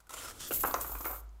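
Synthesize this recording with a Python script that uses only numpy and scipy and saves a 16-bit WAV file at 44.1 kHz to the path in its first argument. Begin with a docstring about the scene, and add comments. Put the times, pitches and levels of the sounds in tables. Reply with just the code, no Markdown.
"""Over room air, handling rumble and a wavering low hum that swells later, a paper coin roll is ripped open.
Paper snaps and tears (random ticks, short pitched grains, flap resonances), slides and flicks free (noise).
The coins then chatter, jingle, clink and clack (ticks, decaying sines, noise bursts), and knock, tumble and
rattle on a hard table (damped modes, noise thuds). Paper, coins and table each get a small room's tail."""
import sys
import numpy as np
from scipy import signal
from scipy.fft import rfft, irfft
from scipy.io import wavfile
from scipy.ndimage import map_coordinates

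SR = 44100
rng = np.random.default_rng(int(sys.argv[2]) if len(sys.argv) > 2 else 0)


def to_wav(s):
    """Save 16-bit WAV."""
    ch = np.atleast_2d(s).T  # columns
    pcm = np.round(np.clip(ch, -1, 1) * 32767)  # PCM
    wavfile.write(sys.argv[1], SR, pcm.astype(np.int16))


N = 61739


def amp(db):
    """Decibels to gain."""
    return 10 ** (np.asarray(db) / 20)


def unit(x):
    """Scale to rms 1."""
    return x / np.sqrt(np.mean(x ** 2) + 1e-20)


def along(points, hz):
    """Read (Hz, value) points on a log frequency axis."""
    point_hz, value = np.transpose(points)
    return np.interp(np.log(hz + 1), np.log(point_hz + 1), value)


def level(rows):
    """Gain per sample from (s, dB) rows; -120 dB outside, but a last row near the end is held."""
    s, db = np.transpose(rows)
    after_db = db[-1] if s[-1] > N / SR - .1 else -120
    return amp(np.interp(np.arange(N) / SR, s, db, left=-120, right=after_db))


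def colour(x, points, tilt_db_per_oct=0, size=2048):
    """Minimum-phase filter of unit energy with the given spectrum and tilt."""
    hz = np.fft.rfftfreq(size, 1 / SR)
    spectrum_db = along(points, hz) + tilt_db_per_oct * np.log2(hz + 100)
    # folding the cepstrum makes the filter causal
    cepstrum = irfft(np.log(amp(spectrum_db)))
    cepstrum[1:size // 2] *= 2
    cepstrum[size // 2 + 1:] = 0
    h = irfft(np.exp(rfft(cepstrum)))
    return signal.fftconvolve(x, h / np.linalg.norm(h))[:len(x)]


def noise(points):
    """Steady noise of rms 1 with the given spectrum."""
    gain = amp(along(points, np.fft.rfftfreq(2 * N, 1 / SR)))
    return unit(irfft(rfft(rng.standard_normal(2 * N)) * gain)[:N])


def fade(t60_s):
    """Exponential decay, cut after a third of a second."""
    return np.exp(-np.log(1000) * np.arange(SR // 3) / SR / t60_s)


def strike(x):
    """Scale a hit to rms 1 over its first 6 ms."""
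    return x / np.sqrt(np.mean(x[:SR * 6 // 1000] ** 2))


def burst(points, t60_s, tilt_db_per_oct=0):
    """Decaying white noise, filtered to a spectrum: a short crack."""
    env = fade(t60_s)
    return strike(colour(env * rng.standard_normal(len(env)), points, tilt_db_per_oct))


def ring(modes, t60_s):
    """Damped (Hz, dB) modes, each strike varying their level, sign and tuning."""
    env = fade(t60_s)
    t = np.arange(len(env)) / SR
    out = np.zeros(len(env))
    for hz, db in modes:
        gain = amp(db + 2 * rng.normal()) * rng.choice([-1, 1])
        out += gain * np.sin(2 * np.pi * (hz + 15 * rng.normal()) * t)
    return strike(env * out)


def ticks(per_s, spread_db):
    """Random impulses of uneven size and sign, rms 1."""
    hit = rng.random(N) < per_s / SR
    size = amp(spread_db * np.clip(rng.standard_normal(N), -2, 2))
    return unit(hit * rng.choice([-1, 1], N) * size)


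def add(track, s, x):
    """Mix a sound in at a time."""
    part = track[max(0, round(s * SR)):][:len(x)]
    part += x[:len(part)]


# Hum level. Each row: time in seconds, level in dB before the waver.
HUM = [(0, -72), (.14, -64.5), (.45, -78), (.6, -55), (.79, -53), (.86, -49), (1.02, -47), (1.4, -50)]
HUM_HZ, HUM_WAVER_DB, HUM_WAVER_RAD = 53, 2.2, .6


def waver(per_s):
    """Smooth random curve through normal draws at the given rate."""
    return map_coordinates(rng.standard_normal(200), [np.arange(N) / SR * per_s], mode="wrap")


def hum():
    """A low sine whose phase and level wander."""
    phase = 2 * np.pi * HUM_HZ * np.arange(N) / SR + HUM_WAVER_RAD * waver(12)
    return np.sqrt(2) * np.sin(phase) * amp(HUM_WAVER_DB * waver(20)) * level(HUM)


# Handling level. Each row: time in seconds, level in dB.
HANDLING = [(0, -78.5), (.2, -58.5), (.48, -53.5), (.56, -48), (.85, -54.5), (1.3, -67)]
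# Handling spectrum. Each row: frequency in Hz, relative level in dB.
HANDLING_COLOUR = [(25, 0.5), (60, 5.5), (120, -5.5), (180, -10.5), (290, -6), (600, -15), (2000, -55)]


def handling():
    """Rumble of the hands: low-frequency noise."""
    return noise(HANDLING_COLOUR) * level(HANDLING)


# Room air spectrum. Each row: frequency in Hz, relative level in dB.
AIR = [(150, -6.5), (300, -27.5), (900, -7.5), (1800, -20.5), (4000, -25), (15000, -29.5)]
AIR_DB = -69.5


def room_air():
    """Still room air: steady noise."""
    return amp(AIR_DB) * noise(AIR)


# Single snaps of the paper. Each row: start in seconds, level in dB, nominal pitch of the sheet in Hz.
SNAPS = [(.003, -61, 1390), (.0695, -63, 1466), (0.094, -49, 1340), (.106, -46.5, 1060),
         (.1385, -44.5, 7200), (0.2477, -43.5, 1393), (.257, -48, 1357), (0.2832, -46.5, 1256)]
# Spectrum of torn paper. Each row: frequency in Hz, relative level in dB.
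RIP_COLOUR = [(150, -18), (500, -1), (800, -8), (1350, 1.5), (1700, -13), (3160, -9), (4560, -13.5),
              (7410, -6), (15500, -13.5)]


def snaps():
    """Each snap is a noise crack plus one damped sheet mode."""
    out = np.zeros(N)
    for s, db, hz in SNAPS:
        crack = burst(RIP_COLOUR, t60_s=.041)
        sheet = ring([(hz, 0)], t60_s=.04)
        add(out, s, amp(db) * (crack + amp(-2) * sheet))
    return out


# Pull on the tearing paper. Each row: time in seconds, level in dB.
RIP = [(.091, -87), (.094, -59), (.116, -54), (.14, -43.5), (.162, -51), (.174, -45.5), (.228, -46.5),
       (.248, -46), (.272, -50.5), (.308, -46), (.328, -58), (.38, -54.5), (.41, -78)]
FIBRES_PER_S, FIBRE_SPREAD_DB = 5000, 4.5


def tear():
    """Fibres snap along the tear: dense coloured impulses that follow the pull."""
    return colour(ticks(FIBRES_PER_S, FIBRE_SPREAD_DB) * level(RIP), RIP_COLOUR)


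CRACKLE_PER_S, CRACKLE_BAND_HZ, CRACKLE_DB = 1000, (1200, 13000), -2
CRACKLE_CYCLES = 3.5  # cycles to decay to 1/e


def crackle():
    """Larger fibre bundles part along the tear, each a damped sine of its own pitch."""
    out, pull = np.zeros(N), level(RIP)
    t = np.arange(SR // 100) / SR
    lo_hz, hi_hz = CRACKLE_BAND_HZ
    for when, pitch, size in rng.random((CRACKLE_PER_S * N // SR, 3)):
        hz = lo_hz * (hi_hz / lo_hz) ** np.sqrt(pitch)
        grain = np.sin(2 * np.pi * hz * t) * np.exp(-hz * t / CRACKLE_CYCLES)
        add(out, when * N / SR, pull[int(when * N)] * 2 * size * grain)
    return amp(CRACKLE_DB) * out


# Resonances of the loose flap, shifting as it grows.
# Each row: start in seconds, length in seconds, frequency in Hz, peak level in dB over the pull.
FLAP = [(0.137, 0.083, 7250, -6.5), (0.161, 0.051, 3050, -9.5), (0.204, .12, 5340, -7.5),
        (0.229, 0.088, 1300, -6.5)]
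FLAP_WIDTH_HZ = 220


def flap():
    """Fibre ticks excite narrow resonances of the flap, each swelling and fading as a half sine."""
    out, t = np.zeros(N), np.arange(N) / SR
    for s, length_s, hz, db in FLAP:
        b, a = signal.iirpeak(hz, hz / FLAP_WIDTH_HZ, SR)
        band = unit(signal.lfilter(b, a, ticks(FIBRES_PER_S, FIBRE_SPREAD_DB)))
        swell = np.sin(np.pi * np.clip((t - s) / length_s, 0, 1))
        out += amp(db) * band * swell
    return out * level(RIP)


# Wrapper sliding off the coins. Each row: time in seconds, level in dB.
SLIDE = [(.37, -69.5), (.405, -43.5), (.44, -44), (.475, -46), (.503, -58), (.53, -102)]
# Slide spectrum. Each row: frequency in Hz, relative level in dB.
SLIDE_COLOUR = [(150, 0), (800, -8.5), (1450, 1), (2310, -10), (3410, 4.5), (4000, -6.5), (4600, -1),
                (7700, 1.5), (15500, -11)]


def slide():
    """The wrapper rubs over the coins: dense coloured impulses."""
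    return colour(ticks(per_s=7600, spread_db=4) * level(SLIDE), SLIDE_COLOUR)


# Wrapper flicking free. Each row: start in seconds, level in dB.
FLICKS = [(0.5082, -33), (0.513, -41.5), (0.519, -39.5)]
# Flick spectrum. Each row: frequency in Hz, relative level in dB.
FLICK_COLOUR = [(80, -16), (220, 5), (446, 9), (1040, -2), (1450, 8.5), (1820, -11), (2860, 0.5),
                (4000, -16.5), (9000, -11.5), (14000, -13)]


def flicks():
    """The wrapper flicks free in short noise cracks."""
    out = np.zeros(N)
    for s, db in FLICKS:
        add(out, s, amp(db) * burst(FLICK_COLOUR, t60_s=.052))
    return out


COIN_BAND_HZ = (11200, 15400)


def coin_contacts(rows, per_s, t60_s):
    """Many light contacts, each a decaying sine: one coin rings at its own pitch."""
    out, env = np.zeros(N), fade(t60_s)[:SR // 8]
    t = np.arange(len(env)) / SR
    # holds the overall level whatever the rate and decay
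    strength = level(rows) * np.sqrt(2 * SR / per_s / np.sum(env ** 2))
    for k, (late, pitch, phase, size) in enumerate(rng.random((per_s * N // SR, 4))):
        s = (k + late) / per_s
        if rows[0][0] < s < rows[-1][0]:
            hz = np.interp(pitch, [0, 1], COIN_BAND_HZ)
            ping = env * np.sin(2 * np.pi * (hz * t + phase))
            add(out, s, strength[int(s * SR)] * 2 * size ** 2 * ping)
    return out


# Coins rubbing as the stack fans out. Each row: time in seconds, level in dB before the layer gains below.
CHATTER = [(.465, -54), (.487, -39), (.504, -46), (.54, -27), (.565, -32.5), (.587, -39.5), (.61, -31.5),
           (.65, -49.5), (.672, -33.5), (.70, -42), (.798, -45.5), (.815, -33), (.845, -43.5), (.92, -43.5),
           (.96, -46.5), (1.03, -45), (1.065, -44), (1.15, -46), (1.205, -51), (1.24, -108)]
# Chatter spectrum. Each row: frequency in Hz, relative level in dB.
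CHATTER_COLOUR = [(1200, -16.5), (2200, -14), (5600, -13), (7000, -4), (10200, -5), (11500, 0.5),
                  (15000, 0.5)]
CHATTER_PER_S, CHATTER_SPREAD_DB, CHATTER_DB = 4000, 2, -1.5
PING_PER_S, PING_T60_S, PING_DB = 1800, .035, -6


def chatter():
    """Packed coins chatter: coloured impulses with heavily damped pings."""
    rub = colour(ticks(CHATTER_PER_S, CHATTER_SPREAD_DB) * level(CHATTER), CHATTER_COLOUR)
    pings = coin_contacts(CHATTER, PING_PER_S, PING_T60_S)
    return amp(CHATTER_DB) * rub + amp(PING_DB) * pings


# Loose coins jostling. Each row: time in seconds, level in dB.
JINGLE = [(.5, -65), (.56, -41), (.66, -34), (.78, -61), (.925, -50), (1.0, -67), (1.07, -40), (1.19, -64)]


def jingle():
    """Loose coins touch less often and ring longer than packed ones."""
    return coin_contacts(JINGLE, per_s=300, t60_s=.12)


# Coin-on-coin clinks. Each row: start in seconds, level in dB before tick and ring gains, nominal pitch in Hz.
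CLINKS = [(.5358, -35, 13700), (0.5596, -29, 11650), (.571, -33, 15050), (0.607, -30, 14570),
          (0.633, -34.5, 11300), (0.66, -34, 14790), (.712, -41, 12125), (.759, -42, 14750),
          (0.8122, -36, 14970), (0.865, -39, 13400), (.875, -41, 12130), (.918, -35.5, 14330),
          (.986, -41, 12540), (1.011, -39, 14190), (1.053, -33.5, 14900), (1.065, -35.5, 14980),
          (1.071, -40, 11680), (1.111, -35.5, 13680), (1.158, -43, 13690)]
CLINK_TICK_DB, CLINK_TICK_T60_S = -4, .02
CLINK_RING_DB, CLINK_RING_T60_S, CLINK_ATTACK_S = -4.5, .18, .003


def clinks():
    """A contact tick, then a close pair of coin modes that swells in and decays."""
    out = np.zeros(N)
    swell = 1 - np.exp(-np.arange(SR // 3) / SR / CLINK_ATTACK_S)
    for s, db, hz in CLINKS:
        tick = burst(CHATTER_COLOUR, CLINK_TICK_T60_S)
        pair = swell * ring([(hz, 0), (hz + 70, -13)], CLINK_RING_T60_S)
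        add(out, s, amp(db) * (amp(CLINK_TICK_DB) * tick + amp(CLINK_RING_DB) * pair))
    return out


# Dry clacks of a coin's edge. Each row: start in seconds, level in dB, centre of the band in Hz.
CLACKS = [(.6332, -41, 7640), (0.711, -50, 4600), (0.7413, -35.5, 6100), (.8105, -39.5, 7960),
          (1.009, -52, 5700), (1.292, -70.5, 6500)]


def clacks():
    """A coin's edge gives a short noise burst in a band around its pitch."""
    out = np.zeros(N)
    for s, db, hz in CLACKS:
        edge = [(hz / 3, -22), (hz * .75, -11), (hz * .9, 0), (hz * 1.1, 0), (hz * 1.25, -16), (hz * 3, -32)]
        add(out, s, amp(db) * burst(edge, t60_s=.016))
    return out


# Blows on the table.
# Each row: start in seconds, level in dB before part gains, thud tilt in dB per octave, contact pitch in Hz.
KNOCKS = [(0.6367, -28, -1, 877), (0.6398, -31.5, 0, 1250), (.649, -29, 1, 1140), (.686, -37, -8, 920),
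          (.711, -46, 3, 1300), (0.7415, -28.5, -1, 1067), (.749, -44, -1.5, 1020), (.775, -46, -1.5, 1230),
          (.846, -41.5, 6, 1120), (.897, -46.5, 1, 1100), (.92, -47, -6, 826), (0.952, -43, 7, 1060),
          (1.006, -40.5, -2, 906), (1.045, -39.5, 8.5, 1350), (1.058, -34, 1, 1004),
          (1.103, -41, -1.5, 1036), (1.131, -44.5, 0.5, 1310)]
# Modes of the tabletop. Each row: nominal frequency in Hz, relative level in dB.
TABLE = [(285, 5), (450, 9.5), (725, 0), (935, 11.5), (1095, -1), (1265, 6), (1385, -13), (1600, 1.5)]
# Thud spectrum. Each row: frequency in Hz, relative level in dB.
THUD_COLOUR = [(100, -23.5), (180, -24), (260, -2), (500, 1), (950, 4.5), (1350, 6.5), (1800, -14),
               (2400, -13), (3500, -29), (8000, -44)]
CONTACT_T60_S, CONTACT_DB = .024, -4
THUD_T60_S, THUD_DB = .039, -1
TABLE_T60_S, TABLE_RING_DB = .094, -9
REBOUND_S, REBOUND_DB = (.006, .026), -12


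def knocks():
    """Each falling coin or clump sounds a pitched contact, a thud and the tabletop's modes, then rebounds."""
    out, env = np.zeros(N), fade(CONTACT_T60_S)
    t = np.arange(len(env)) / SR
    for s, db, tilt, hz in KNOCKS:
        contact = amp(CONTACT_DB) * strike(env * np.sin(2 * np.pi * hz * t))
        thud = amp(THUD_DB) * burst(THUD_COLOUR, THUD_T60_S, tilt)
        tabletop = amp(TABLE_RING_DB) * ring(TABLE, TABLE_T60_S)
        add(out, s, amp(db) * (contact + thud + tabletop))
        rebound = burst(THUD_COLOUR, THUD_T60_S, tilt + 3)
        add(out, s + rng.uniform(*REBOUND_S), amp(db + REBOUND_DB) * rebound)
    return out


# Small coins tumbling between the blows. Each row: time in seconds, level in dB.
TUMBLE = [(.64, -45.5), (.72, -47.5), (.82, -60), (.9, -53.5), (1.0, -61), (1.08, -47), (1.14, -52.5),
          (1.19, -66)]


def tumble():
    """Small coins tumble on the table: sparse impulses with the thud's spectrum."""
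    return colour(ticks(per_s=400, spread_db=4.5) * level(TUMBLE), THUD_COLOUR)


# Coins landing flat. Each row: start in seconds, level in dB, decay T60 in seconds.
RATTLES = [(.742, -41, 0.092), (.846, -52, 0.053), (1.052, -42.5, 0.094)]
# Rattle spectrum. Each row: frequency in Hz, relative level in dB.
RATTLE_COLOUR = [(500, -43), (1600, 0.5), (2150, -1.5), (3400, -19.5), (6000, -19.5)]


def rattles():
    """Coins landing flat rattle briefly: decaying noise bursts."""
    out = np.zeros(N)
    for s, db, t60_s in RATTLES:
        add(out, s, amp(db) * burst(RATTLE_COLOUR, t60_s))
    return out


# Decay of the room. Each row: frequency in Hz, T60 in seconds.
ROOM_T60 = [(200, 0.48), (1000, 0.39), (5000, 0.42), (14000, 0.087)]
PAPER_WET_DB, COIN_WET_DB, TABLE_WET_DB = -12, -12.5, -8.5


def room(x, wet_db):
    """The sound plus a tail of decaying noise, 5 ms late, whose top treble dies first."""
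    hz, t, z = signal.stft(rng.standard_normal(SR // 2), SR, nperseg=256)
    decay = np.exp(-np.log(1000) * t / along(ROOM_T60, hz)[:, None])
    tail = signal.istft(z * decay, SR, nperseg=256)[1]
    tail = np.pad(tail / np.linalg.norm(tail), (SR // 200, 0))
    return x + amp(wet_db) * signal.fftconvolve(x, tail)[:N]


def scene():
    """Background, then paper, coins and table in the room."""
    background = hum() + handling() + room_air()
    paper = snaps() + tear() + crackle() + flap() + slide() + flicks()
    coins = chatter() + jingle() + clinks() + clacks()
    table = knocks() + tumble() + rattles()
    wet = room(paper, PAPER_WET_DB) + room(coins, COIN_WET_DB) + room(table, TABLE_WET_DB)
    return (background + wet)[None]


TOP_HZ = 15600


def record(dry):
    """A very steep zero-phase low-pass ends the treble at the band limit."""
    hz = np.fft.rfftfreq(2 * N, 1 / SR)
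    return irfft(rfft(dry, 2 * N) / np.sqrt(1 + (hz / TOP_HZ) ** 160))[:, :N]


dry = scene()
out = record(dry)
to_wav(out)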